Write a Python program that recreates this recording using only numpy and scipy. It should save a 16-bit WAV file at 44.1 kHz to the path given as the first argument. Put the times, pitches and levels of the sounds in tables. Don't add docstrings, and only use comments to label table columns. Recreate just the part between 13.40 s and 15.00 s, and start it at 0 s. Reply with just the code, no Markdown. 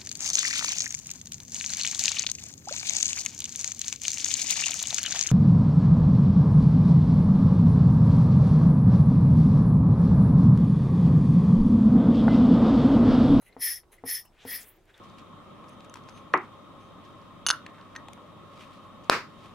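import sys
import numpy as np
from scipy import signal
from scipy.fft import rfft, irfft
from scipy.io import wavfile
from scipy.ndimage import uniform_filter1d

SR = 44100
rng = np.random.default_rng(int(sys.argv[2]) if len(sys.argv) > 2 else 0)


def log_audio(samples):
    frames = np.atleast_2d(samples).T
    limited = np.clip(frames, -1, 1)
    pcm = np.round(limited * 32767).astype(np.int16)
    wavfile.write(sys.argv[1], SR, pcm)


def nominal_scale(level):
    x = np.asarray(level, float) / 20
    return 10 ** x


N = 70560


def evened(x):
    return x / np.sqrt(np.mean(x ** 2) + 1e-20)


def read(points, hz):
    f, value = np.transpose(points)
    return np.interp(np.log(hz + 1), np.log(f + 1), value)


def add(mix, start_s, sound):
    part = mix[:, round(start_s * SR):][:, :sound.shape[-1]]
    part += sound[..., :part.shape[1]]


def pan(db):
    return nominal_scale(np.array([[db / 2], [-db / 2]]))


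def noise(gain, same, size=N):
    hz = np.fft.rfftfreq(size, 1 / SR)
    a, b = rfft(rng.standard_normal((2, size)))
    alike = np.clip(same(hz) if callable(same) else same, 0, 1)
    right = alike * a + np.sqrt(1 - alike ** 2) * b
    return evened(irfft(np.array([a, right]) * gain(hz), size))


def hiss(modes, same, spread=1):
    def gain(hz):
        power = 0
        for mode_hz, width_hz, db, left_right_db in modes:
            off_center = 2 * (hz - mode_hz) / width_hz / spread
            power = power + (nominal_scale(db) * pan(left_right_db)) ** 2 / (1 + off_center ** 2) ** 2
        return np.sqrt(power)

    gust_db, gust_hz = 1.5, 60
    gust = noise(lambda hz: 1 / (1 + (hz / gust_hz) ** 2), 0.54)[0]
    return noise(gain, same) * nominal_scale(gust_db * gust)


def level(tables, *cols):
    t, out = np.arange(N) / SR, np.zeros(N)
    for rows in tables:
        rows = np.array(rows)
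        out += nominal_scale(np.interp(t, rows[:, 0], rows[:, list(cols)].sum(1), -200, -200))
    return uniform_filter1d(out, size=150)


def grainy(size):
    grain_db = 2.5
    grain = np.repeat(rng.exponential(1, size // 18 + 1), 18)[:size]
    return nominal_scale(grain_db * (uniform_filter1d(grain, size=40) - 0.5))


# shortest_s, longest_s
ECHO_DELAYS = (.003, .016)


def echoes(x):
    count, echo_db = 12, -16
    taps = np.zeros(SR // 20)
    places = (SR * rng.uniform(*ECHO_DELAYS, size=count)).astype(int)
    taps[places] = nominal_scale(echo_db) * rng.choice([-1., 1.], size=count)
    taps[0] = 1
    return signal.oaconvolve(x, taps[None] / np.linalg.norm(taps), axes=1)[:, :N]


# treble_db, middle_db, top_db
FLOW_CURVES = [
    [(0.18, -74, -9, -8, -10), (0.196, -65.5, 9, 1, 3), (0.206, -52, 6.5, 2, 3), (0.221, -40, 5, 1, 2),
     (0.233, -39, 8.5, 1, 7), (0.317, -40.5, 4.5, -0.5, -0.5), (0.347, -49.5, 6.5, 5, 5.5),
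     (0.384, -54.5, 2, -2, -3), (0.42, -80.5, 9, 8, -3)],
    [(0.645, -80, 2, -22, -6), (0.657, -57.5, 6, 1, 6), (0.675, -43, 9, -1, 1.5), (0.711, -39, 6.5, 0, 3.5),
     (0.723, -41.5, 9, -6, 0), (0.747, -41, 5.5, 4, 4.5), (0.798, -50, 3, -1.5, 1.5),
     (0.83, -72, 4, 7.5, 3.5), (0.885, -85.5, 2, 11, -9)],
    [(1.05, -61, -23, -6, -8.5), (1.065, -57.5, -4, -1.5, -3.5), (1.079, -47, 2.5, -5.5, 1),
     (1.111, -41.5, 0, -1.5, 0), (1.119, -40, -5, -10, 1), (1.151, -42, -1, -1, 4.5),
     (1.195, -50.5, 0.5, -2.5, -9), (1.221, -74, 10, 5, 2), (1.235, -68, 4, 1, 20)],
]
# pitch_hz, width_hz, level_db, left_over_right_db
LOW_MODES = [(1908, 136, -1, 10.5), (1790, 37, -4.5, 3.5), (2145, 625, -12, 1.5), (3340, 920, -17.5, -0.5),
             (4390, 300, -14.5, -0.5)]
MIDDLE_MODES = [(5262, 294, 5, 2), (5520, 1330, -5.5, 2.3), (7000, 2700, -22, 0.91)]
TREBLE_MODES = [(10220, 1360, -11.5, 1), (10520, 450, 1.5, 0.5), (10820, 350, -5, 0.047),
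                (11440, 480, -3.5, 1)]
TOP_MODES = [(12320, 360, -8, 2), (13040, 450, -4.5, 3), (13550, 460, 1, 3), (14240, 900, -6, 3),
             (15500, 300, -18, 3)]
# pitch_hz, gain_db (per Hz)
TURBULENCE_COLOR = [(80, 0.5), (1000, -13), (3000, -23), (8000, -8.5), (12500, 0.5), (16000, 3)]
TURBULENCE_LEVELS = [-17.5, -20.5, -0.5]
VALVE_SPREAD = [1.13, 0.84, 1.9]
MIDDLE_SHIFT = [0, 0, -130]


def jet():
    broad = noise(lambda hz: nominal_scale(read(TURBULENCE_COLOR, hz)), 0.56)
    out = hiss(LOW_MODES, 1.0) * level(FLOW_CURVES, 1)
    squeezes = zip(FLOW_CURVES, TURBULENCE_LEVELS, VALVE_SPREAD, MIDDLE_SHIFT)
    for rows, broad_db, spread, shift_hz in squeezes:
        out = out + broad * level([rows], 1) * nominal_scale(broad_db)
        middle_modes = [(hz + shift_hz, *rest) for hz, *rest in MIDDLE_MODES]
        treble = hiss(TREBLE_MODES, 0.76, spread)
        middle = hiss(middle_modes, 0.96)
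        top = hiss(TOP_MODES, 0.53, spread)
        for col, band in ((2, treble), (3, middle), (4, top)):
            out = out + band * level([rows], 1, col)
    return echoes(out)


# start_s, ring_peak_db, push_s (length of the push)
KNOCK_HITS = [(0.166, -31, .0007), (.6381, -27.5, 0.00081), (1.0513, -31.5, .0012)]
# pitch_hz, level_db (relative), t60_s (time to fall by 60 dB)
BODY_MODES = [(100, -15, 0.11), (263.6, -4, 0.13), (429.6, -11.5, 0.12), (470.2, -5.5, 0.11),
              (490, -13, 0.022), (710, -6, 0.013), (780, 5.5, 0.0083), (1900, 0.5, .015)]


def knocks():
    tail_db, tail_t60_s, rise_s = -21, 0.31, 0.004
    t, out = np.arange(0, .4, 1 / SR), np.zeros((2, N))
    body = -sum(nominal_scale(db - 60 * t / t60_s) * np.cos(2 * np.pi * hz * t) for hz, db, t60_s in BODY_MODES)
    for start_s, db, push_s in KNOCK_HITS:
        push = np.hanning(round(push_s * SR) + 2)
        ring = np.convolve(body, push)[:len(t)]
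        scatter = noise(lambda hz: 1 / (1 + (hz / 700) ** 2) * hz / (hz + 80), 0.9, size=len(t))
        scatter = scatter * nominal_scale(tail_db - 60 * t / tail_t60_s) * np.minimum(t / rise_s, 1)
        add(out, start_s, nominal_scale(db) * pan(2.5) * (ring / abs(ring).max() + scatter))
    return out


# time_s, level_db
LEAK_CURVE = [(1.2, -49), (1.25, -60), (1.288, -52.5), (1.354, -71), (1.364, -63), (1.42, -96.5)]


def leak():
    edge_start_hz, climb_start_s, climb_hz_per_s = 8800, 1.271, 80500
    hz, t, z = signal.stft(noise(np.ones_like, .7), SR, nperseg=256)
    edge_hz = edge_start_hz + climb_hz_per_s * np.clip(t - climb_start_s, 0, 1)
    z = z / np.sqrt(1 + (edge_hz / (hz[:, None] + 1)) ** 12)
    z = z / np.sqrt(np.mean(abs(z) ** 2, axis=(0, 1)) + 1e-12)
    out = signal.istft(z, nperseg=256)[1][:, :N]
    return evened(out) * level([LEAK_CURVE], 1) * grainy(N)


# time_s, level_db
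SUCK_CURVES = [
    [(0.014, -67), (0.048, -70.5), (0.068, -62), (0.088, -68), (0.115, -100)],
    [(0.513, -85), (0.523, -57), (0.545, -61.5), (0.562, -71), (0.575, -92)],
]
# pitch_hz, width_hz, level_db, left_over_right_db
SUCK_RESONANCES = [(2050, 230, 3, 1.3), (4000, 210, -0.5, 1.1), (6330, 500, -5.5, 1),
                   (10420, 1900, 2.5, 0.14), (13300, 6400, -10, 1.7)]


def suck():
    return hiss(SUCK_RESONANCES, 0.72) * level(SUCK_CURVES, 1) * grainy(N)


# start_s, length_s, level_db, pitch_hz, octave_db (gain of the tone an octave up)
SPRING_SQUEAKS = [(0.062, 0.075, -62.5, 2020, -27), (0.123, 0.025, -59, 2050, -11),
                  (0.579, 0.033, -59, 2010, -28)]


def squeaks():
    half_width_hz, rise_s = 100, 0.0053
    t, out = np.arange(0, .08, 1 / SR), np.zeros((2, N))
    for start_s, length_s, db, hz, octave_db in SPRING_SQUEAKS:
        def tones(f):
            partials = [(1, 0.81), (2, nominal_scale(octave_db))]
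            return sum(g / (1 + ((f - k * hz) / k / half_width_hz) ** 2) for k, g in partials)

        shape = np.clip(np.minimum(t / rise_s, 1 - t / length_s), 0, 1) * grainy(len(t))
        band = noise(tones, 0.94, size=SR // 4)[:, :len(t)]
        add(out, start_s, pan(3.1) * band * shape * nominal_scale(db))
    return out


# start_s, level_db (at the start), pitch_hz (center)
HANDLE_TICKS = [(.022, -59, 680), (.433, -60.5, 1100), (0.524, -58, 11000), (.542, -64, 10900),
                (.565, -67, 11000), (.583, -73, 6500), (.85, -58, 690), (1.052, -61, 6500),
                (1.455, -68.5, 7000), (1.578, -59, 4940)]


def ticks():
    decay_s = 0.0027
    t, out = np.arange(0, .08, 1 / SR), np.zeros((2, N))
    for start_s, db, hz in HANDLE_TICKS:
        burst = noise(lambda f: np.exp(-np.log((f + 1) / hz) ** 2 / 0.98), 1.0, size=len(t))
        fade = np.exp(-t / decay_s * np.clip(hz / 5000, .35, 1))
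        add(out, start_s, burst * nominal_scale(db) * fade)
    return out


# start_s, length_s, level_db, from_hz, to_hz, width_hz
GLOVE_SCRAPES = [(0.976, .075, -60, 2710, 3710, 1400), (.99, 0.088, -69.5, 5000, 7970, 3000)]


def scrapes():
    out = np.zeros((2, N))
    for start_s, length_s, db, from_hz, to_hz, width_hz in GLOVE_SCRAPES:
        u = np.arange(0, length_s, 1 / SR) / length_s
        phase = 2 * np.pi * np.cumsum(from_hz + (to_hz - from_hz) * u) / SR

        def low_noise():
            return noise(lambda f: 1 / (1 + (2 * f / width_hz) ** 2), 0.93, size=SR // 4)[:, :len(u)]

        band = low_noise() * np.cos(phase) + low_noise() * np.sin(phase)
        add(out, start_s, band * np.sin(np.pi * u) * nominal_scale(db) * grainy(len(u)))
    return out


# start_s, rise_s, fall_s, level_db, pitch_hz (center), width_octaves
RUSTLE_EVENTS = [(0.053, 0.012, 0.037, -65.5, 2600, 0.29), (.425, 0.014, 0.28, -74, 501, 0.54),
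                 (.845, 0.011, 0.01, -59.5, 12000, 0.65), (0.846, 0.011, 0.04, -69, 2860, 0.12),
                 (0.958, 0.013, 0.035, -72.5, 2600, 0.06), (1.204, 0.009, 0.047, -53, 7200, 0.93),
                 (1.08, 0.015, 0.26, -64.5, 236, 0.51), (1.481, 0.015, 0.033, -66, 1590, 0.24),
                 (1.532, 0.019, 0.095, -67.5, 1530, 0.13), (1.538, 0.0047, 0.019, -59.5, 3591, 0.11),
                 (.685, 0.012, 0.014, -47, 6300, 0.36)]


def rustles():
    out = np.zeros((2, N))
    for start_s, rise_s, fall_s, db, hz, octaves in RUSTLE_EVENTS:
        t = np.arange(0, rise_s + fall_s, 1 / SR)
        ramp = np.clip(np.minimum(t / rise_s, (rise_s + fall_s - t) / fall_s), 0, 1)
        shape = np.sin(np.pi / 2 * ramp) ** 2
        band = noise(lambda f: np.exp(-(np.log2((f + 1) / hz) / octaves) ** 2), 0.84, size=SR // 2)
        add(out, start_s, band[:, :len(t)] * shape * nominal_scale(db) * grainy(SR)[:len(t)])
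    return out


# time_s, level_db
CLOTH_CURVES = [
    [(.03, -79), (.08, -71.5), (.16, -73)],
    [(.5, -102), (.53, -60), (.56, -72), (.63, -74.5)],
    [(.92, -75), (1.0, -66), (1.06, -57), (1.2, -58), (1.26, -63), (1.38, -73), (1.44, -82.5), (1.5, -62.5),
     (1.53, -73), (1.545, -63.5), (1.6, -61)],
]
# pitch_hz, gain_db (per Hz)
CLOTH_SPECTRUM = [(290, -14), (500, -2.5), (1120, -8), (1480, -3), (1890, -1.5), (3470, -7.5),
                  (4690, -19.5), (7670, -23), (15800, -40)]


def cloth():
    rub = noise(lambda hz: nominal_scale(read(CLOTH_SPECTRUM, hz)), 0.98)
    return rub * level(CLOTH_CURVES, 1) * grainy(N) * pan(1.5)


def room(x):
    t60_s, gap_s = 0.067, .004
    t = np.arange(0, .4, 1 / SR)
    tail = rng.standard_normal((2, len(t))) * nominal_scale(-60 * t / t60_s) * (t > gap_s)
    return signal.fftconvolve(x, tail / np.linalg.norm(tail[0]), axes=1)[:, :N]


# pitch_hz, gain_db (per Hz)
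HUM_SPECTRUM = [(12, -30), (25, 2), (60, -8.5), (140, -11), (270, -17.5), (350, -10), (500, -16),
                (1200, -22.5), (1800, -30.5), (3000, -33), (16000, -42.5)]
# pitch_hz, likeness (0 to 1)
HUM_LIKENESS = [(60, 0.85), (240, 0.76), (950, 0.85), (3770, 0.4), (15000, 0.31)]


def hum():
    hum_db, patch_db = -63, 2.5
    x = noise(lambda hz: nominal_scale(read(HUM_SPECTRUM, hz)), lambda hz: read(HUM_LIKENESS, hz))
    z = signal.stft(x, nperseg=1024)[2]
    patch = uniform_filter1d(rng.standard_normal(z.shape[1:]), size=8, axis=0)
    patch = evened(uniform_filter1d(patch, size=6, axis=1))
    wavers = (np.arange(len(patch)) > 3)[:, None]
    x = signal.istft(z * nominal_scale(patch_db * patch * wavers), nperseg=1024)[1][:, :N]
    return evened(x) * nominal_scale(hum_db) * pan(-0.5)


def scene():
    pump = jet() + knocks() + leak() + suck() + squeaks() + ticks()
    near = pump + scrapes() + rustles() + cloth()
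    room_db = -11
    return near + nominal_scale(room_db) * room(near) + hum()


def band_limit(x):
    return signal.sosfilt(signal.butter(12, 16190, fs=SR, output="sos"), x)


def record(dry):
    edge = signal.firwin(1023, 15950, window=("kaiser", 9), fs=SR)
    mix = signal.oaconvolve(dry, edge[None], "same")
    return band_limit(mix)


dry = scene()
out = record(dry)
log_audio(out)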